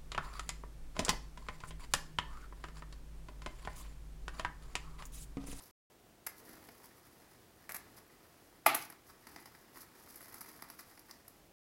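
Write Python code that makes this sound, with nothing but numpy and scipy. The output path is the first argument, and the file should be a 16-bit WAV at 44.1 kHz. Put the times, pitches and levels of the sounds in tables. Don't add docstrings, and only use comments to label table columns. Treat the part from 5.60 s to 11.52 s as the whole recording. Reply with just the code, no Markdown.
import sys
import numpy as np
from scipy import signal
from scipy.fft import rfft, irfft
from scipy.io import wavfile
from scipy.ndimage import uniform_filter1d

SR = 44100
rng = np.random.default_rng(int(sys.argv[2]) if len(sys.argv) > 2 else 0)


def master(y):
    cut = np.clip(np.atleast_2d(y).T, -1, 1)
    pcm = np.round(cut * 32767)
    wavfile.write(sys.argv[1], SR, pcm.astype(np.int16))


N = 261072

# t/s, scratch/dB, rumble/dB, half-length/s
SCUFFS = [(0.004, -61, -65.5, 0.11), (.785, -59, -64, 0.018), (1.252, -58, -62, 0.016),
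          (2.379, -58, -65, 0.014), (3.212, -51.5, -62, 0.055), (3.492, -59.5, -59.5, 0.028),
          (4.168, -56, -58, 0.024), (4.216, -54.5, -60, 0.019), (4.89, -55, -55, 0.012),
          (5.204, -54.5, -55, 0.015), (5.5, -64, -55, 0.011)]
# t/s, scratch/dB, rumble/dB, knee rub/dB, rise/s, fall/s
DRAGS = [(0.9, -63.5, -66.5, -63.5, 0.15, 0.45), (2.3, -73, -75.5, -67, 0.15, 0.35),
         (3.78, -66.5, -64.5, -72, 0.14, 0.3), (4.68, -57.5, -61, -69, 0.33, 0.5)]
# t/s, skin smack/dB, hollow pat/dB, contact time/s
PATS = [(0.6676, -35, -44, 0.0019), (0.6725, -40, -39.5, 0.00093), (2.094, -47.5, -40, 0.0012),
        (2.1005, -51, -47, 0.0026), (2.1105, -64, -46.5, 0.0019), (2.1212, -38.5, -51, 0.001),
        (2.1461, -39.5, -42.5, 0.0017), (2.1508, -44, -44.5, .0012), (2.159, -47, -49, 0.0021),
        (2.165, -40.5, -48, 0.0017)]
# t/s, tick/dB, hollow body/dB, clink/dB
TICKS = [(0.892, -54.5, -67, -70), (1.0875, -70, -50, -70), (3.3004, -48.5, -50, -71),
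         (3.3238, -61, -50, -76), (3.6691, -55, -50, -56), (3.7608, -66, -47.5, -54),
         (3.8575, -55, -53.5, -54), (3.9498, -72, -54, -66), (4.558, -46.5, -69, -71),
         (4.742, -47, -54.5, -60), (4.808, -45.5, -54, -59), (4.8133, -45.5, -52, -58),
         (5.0221, -47, -47, -53), (5.1004, -47.5, -50.5, -52.5), (5.191, -51, -54, -56),
         (5.375, -68, -55.5, -66), (5.3931, -54, -70, -62), (5.5102, -56, -60, -47), (5.68, -49, -63, -62)]
# t/s, shell ring/dB, crack/dB, clatter/dB, contact time/s
KNOCKS = [(3.0633, -12.5, -30, -32.5, .0017), (3.0662, -37, -24, -28.5, .0012),
          (3.0700, -43, -24.5, -32, 0.00071), (3.1470, -44, -33, -34.5, 0.0012),
          (3.1503, -44, -27.5, -37.5, 0.0016)]
# f/Hz, level/dB, fade time/s (to fall by 60 dB)
SHELL_TONES = [(703, -4.5, .048), (864, 0, .02), (1160, -6, .03), (1320, -6, .017), (2062, -4, .021),
               (2235, -16, .06), (2420, -23, .045)]
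# f/Hz, fade time/s (to fall by 60 dB)
ROOM_FADE = [(120, 0.54), (500, 0.31), (1200, 0.39), (2400, 0.34), (5000, 0.34), (12000, 0.14)]

# f/Hz, level/dB
ROOM_AND_HISS = [(15, -44), (25, -1.5), (104, -2.5), (255, -4.5), (342, -1.5), (392, -4), (557, -7.5),
                 (637, -8.5), (691, -6), (1010, -12), (1680, -15.5), (3050, -18), (3990, -19.5),
                 (14600, -23.5), (15800, -20.5)]
CLOTH_SCRATCH = [(2000, -29), (3100, -21), (4200, -9.5), (4900, -5.5), (5700, -5.5), (6800, -10),
                 (9000, -9.5), (10600, -2), (12200, -1), (13500, -7), (16000, -5.5)]
LOW_RATTLE = [(100, -11), (310, 4), (500, -10.5), (700, -8.5), (920, 0), (1300, 0.5), (1550, -3), (1950, 0),
              (2600, -12.5), (3300, -17.5), (4200, -12), (4900, -8), (6500, -22.5), (10000, -17.5)]
SKIN_SMACK = [(1500, -16.5), (3000, -21), (4000, -15.5), (5000, -9), (6800, -13.5), (8000, -8.5),
              (9200, -11), (10600, -2), (11900, 1.5), (13200, -3.5), (14500, -19), (16000, -8)]
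HOLLOW_PAT = [(60, -19), (150, -10), (330, -14), (480, -10.5), (700, -4.5), (1100, -6), (1650, -1.5),
              (2150, -1), (2550, -8), (3100, -20), (4800, -18.5), (7000, -17)]
HARD_CLICK = [(1500, -36), (2900, -35), (4000, -26), (5100, -10.5), (6800, -11.5), (8000, -8.5),
              (9000, -9.5), (10400, 2.5), (12000, 3), (13200, 1), (14300, -9), (16000, -13)]
METAL_CLINK = [(2500, -30), (4000, -10), (4900, -0.5), (5700, -3.5), (6800, -15), (10000, -15)]
CLATTER_AND_ROOM = [(50, -45), (130, -14), (240, -8), (335, -6), (520, -8), (720, -9), (1250, 1.5),
                    (1700, -1.5), (2200, -5), (3000, -10.5), (3700, -10), (5000, -8.5), (8000, -26)]
KNOCK_TAIL = [(60, -40), (128, -3.5), (180, -20), (240, -8.5), (335, -3.5), (420, -11), (560, -16),
              (700, -1), (1300, -12), (1750, -5), (2200, -1), (3000, -8.5), (4000, -10.5), (8000, -28)]

FIDGET_START_S, FIDGET_END_S = 0.75, 5.65


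def undb(db):
    return 10 ** (np.asarray(db) / 20)


def on_log_axis(hz, points):
    f, value = np.transpose(points)
    return np.interp(np.log(np.maximum(hz, 1)), np.log(f), value)


def colour(x, points):
    size = 2048
    hz = np.arange(size // 2 + 1) * SR / size
    cepstrum = irfft(np.log(undb(on_log_axis(hz, points))))
    cepstrum[1:size // 2] *= 2
    cepstrum[size // 2 + 1:] = 0
    response = irfft(np.exp(rfft(cepstrum)))
    return signal.fftconvolve(x, response / np.linalg.norm(response))[:N]


def add(track, s, sound):
    start = int(s * SR)
    track[start:start + len(sound)] += sound[:N - start]


def waver(per_second):
    step = int(SR / per_second)
    held = np.repeat(rng.standard_normal(N // step + 1), step)[:N]
    smooth = uniform_filter1d(uniform_filter1d(held, step), step)
    return smooth / smooth.std()


def background(level_db=-63.5, waver_db=0.5):
    return colour(rng.standard_normal(N), ROOM_AND_HISS) * undb(level_db - waver_db * waver(15))


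def friction(per_second, spread_db, grip_s):
    chance, size, noise = rng.random(N), rng.exponential(size=N), rng.standard_normal(N)
    slips = (chance < per_second / SR) * undb(spread_db * np.minimum(size, 3)) ** 2
    power = signal.lfilter([1], [1, -np.exp(-1 / (grip_s * SR))], slips)
    return noise * np.sqrt(power / power.mean())


def drag_speed(s, rise_s, fall_s):
    age = np.arange(N) / SR - s
    return np.where(age < 0, np.exp(-(age / rise_s) ** 2), np.exp(-np.abs(age) / fall_s))


def drag_power():
    return sum(np.outer(undb(levels_db), drag_speed(s, rise_s, fall_s)) ** 2
               for s, *levels_db, rise_s, fall_s in DRAGS)


def sliding(fidget_scratch_db=-74, fidget_rumble_db=-72, waver_db=1.5):
    t = np.arange(N) / SR
    scratch_power, rumble_power, _ = drag_power()
    fidgeting = uniform_filter1d(1. * ((t > FIDGET_START_S) & (t < FIDGET_END_S)), size=4096)
    pressure = undb(waver_db * waver(24.98)) ** 2
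    scratch_power = pressure * (scratch_power + fidgeting * undb(fidget_scratch_db) ** 2)
    rumble_power = pressure * (rumble_power + fidgeting * undb(fidget_rumble_db) ** 2)
    for s, scratch_db, rumble_db, half_length_s in SCUFFS:
        stroke = np.exp(-2 * ((t - s) / half_length_s) ** 2)
        scratch_power += stroke * undb(scratch_db) ** 2
        rumble_power += stroke * undb(rumble_db) ** 2
    scratch = np.sqrt(scratch_power) * friction(per_second=670, spread_db=5.5, grip_s=0.0029)
    rumble = np.sqrt(rumble_power) * friction(per_second=500, spread_db=6.0, grip_s=0.0033)
    return colour(scratch, CLOTH_SCRATCH) + colour(rumble, LOW_RATTLE)


def contacts(times, levels_db, lengths_s, tone_colour):
    track, t = np.zeros(N), np.arange(SR // 20) / SR
    swarms = rng.standard_normal((len(times), len(t)))
    for s, db, length_s, swarm in zip(times, levels_db, lengths_s, swarms):
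        rise_s = 2 * length_s
        push = (t / rise_s * np.exp(1 - t / rise_s)) ** 2
        for _ in range(2):
            swarm = irfft(np.exp(1j * np.angle(rfft(swarm * push))), len(t))
            swarm /= np.sqrt(np.abs(uniform_filter1d(swarm ** 2, size=96)) + 1e-18)
        add(track, s - rise_s, undb(db) * swarm * push)
    return colour(track, tone_colour)


def palms():
    times, smack_db, pat_db, lengths_s = np.transpose(PATS)
    return (contacts(times, smack_db, lengths_s, SKIN_SMACK)
            + contacts(times, pat_db, lengths_s, HOLLOW_PAT))


def knee(rub_hz=300, width_hz=240):
    _, _, power = drag_power()
    slips = friction(per_second=750, spread_db=1.5, grip_s=0.013)
    rub = signal.lfilter(*signal.iirpeak(rub_hz, rub_hz / width_hz, fs=SR), slips)
    return rub / rub.std() * np.sqrt(power)


def shell(times, levels_db):
    t, track = np.arange(SR // 4) / SR, np.zeros(N)
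    ring = sum(undb(db - 60 * t / fade_s) * np.sin(2 * np.pi * hz * t) for hz, db, fade_s in SHELL_TONES)
    for s, db in zip(times, levels_db):
        add(track, s, undb(db) * ring)
    return signal.sosfilt(signal.butter(6, [680, 3000], "band", fs=SR, output="sos"), track)


def taps(times, tick_db, body_db, clink_db, ring_offset_db=-2, tick_s=0.0015, body_s=0.0016):
    times, each = times + tick_s, np.ones(len(times))
    return (contacts(times, tick_db, tick_s * each, HARD_CLICK)
            + contacts(times, clink_db, tick_s * each, METAL_CLINK)
            + contacts(times, body_db, body_s * each, LOW_RATTLE)
            + shell(times, body_db + ring_offset_db))


def toy_and_anklets():
    return taps(*np.transpose(TICKS))


def stray_ticks(count=20, spread_db=1.0):
    jitter, strength = rng.random((count, 2)).T
    scratch_power = drag_power()[0]
    work = np.cumsum(scratch_power)
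    at = np.searchsorted(work, work[-1] * (np.arange(count) + jitter) / count)
    times = np.minimum(at / SR, FIDGET_END_S)
    db = 10 * np.log10(scratch_power[at]) + spread_db * (2 * strength - 1)
    return taps(times, tick_db=db + 2, body_db=db - 1, clink_db=db - 7)


def ball_knock():
    times, ring_db, crack_db, clatter_db, lengths_s = np.transpose(KNOCKS)
    return (shell(times, ring_db)
            + contacts(times, crack_db, lengths_s, HARD_CLICK)
            + contacts(times, clatter_db, lengths_s, CLATTER_AND_ROOM))


def knock_tail(level_db=-33, build_s=0.0078, fade_s=0.39):
    age = np.maximum(np.arange(N) / SR - KNOCKS[0][0], 0)
    loudness = (1 - np.exp(-(age / build_s) ** 2)) * undb(-60 * age / fade_s)
    chatter = friction(per_second=2500, spread_db=1.5, grip_s=0.001)
    return undb(level_db) * colour(loudness * chatter, KNOCK_TAIL)


def room(x, tail_db, near_db, treble_db=-2, build_s=0.016, near_s=0.011, wall_s=0.0245, wall_db=-19):
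    t, hz = np.arange(SR) / SR, np.arange(SR // 2 + 1)
    noise_spectrum, tail = rfft(rng.standard_normal(SR)), np.zeros(SR)
    octaves_hz = 62.5 * 2 ** np.arange(9)
    for centre_hz, share in zip(octaves_hz, np.eye(len(octaves_hz))):
        band = irfft(noise_spectrum * on_log_axis(hz, np.column_stack([octaves_hz, share])), SR)
        tilt = undb(treble_db * min(centre_hz / 8000, 1))
        tail += tilt * band * undb(-60 * t / on_log_axis(centre_hz, ROOM_FADE))
    tail *= 1 - np.exp(-(t / build_s) ** 2)
    near = rng.standard_normal(SR) * np.sqrt(t) * np.exp(-t / near_s)
    echoes = undb(tail_db) * tail / np.linalg.norm(tail) + undb(near_db) * near / np.linalg.norm(near)
    echoes[int(wall_s * SR)] += undb(wall_db)
    return x + signal.fftconvolve(x, echoes)[:N]


def scene():
    hands = room(palms(), tail_db=-12, near_db=-10)
    ball = room(ball_knock() + knock_tail(), tail_db=-12, near_db=-7.5)
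    crawling = room(toy_and_anklets() + stray_ticks() + sliding() + knee(), tail_db=-11.5, near_db=-10.5)
    return (hands + ball + crawling + background())[None]


def record(dry, gap_start_s=0.111, gap_end_s=0.3, top_hz=15900):
    t = np.arange(N) / SR
    sound_on = uniform_filter1d(1. * ((t < gap_start_s) | (t > gap_end_s)), size=64)
    treble_cut = signal.ellip(10, 0.2, 70, top_hz, fs=SR, output="sos")
    return signal.sosfilt(treble_cut, dry * sound_on)


dry = scene()
out = record(dry)
master(out)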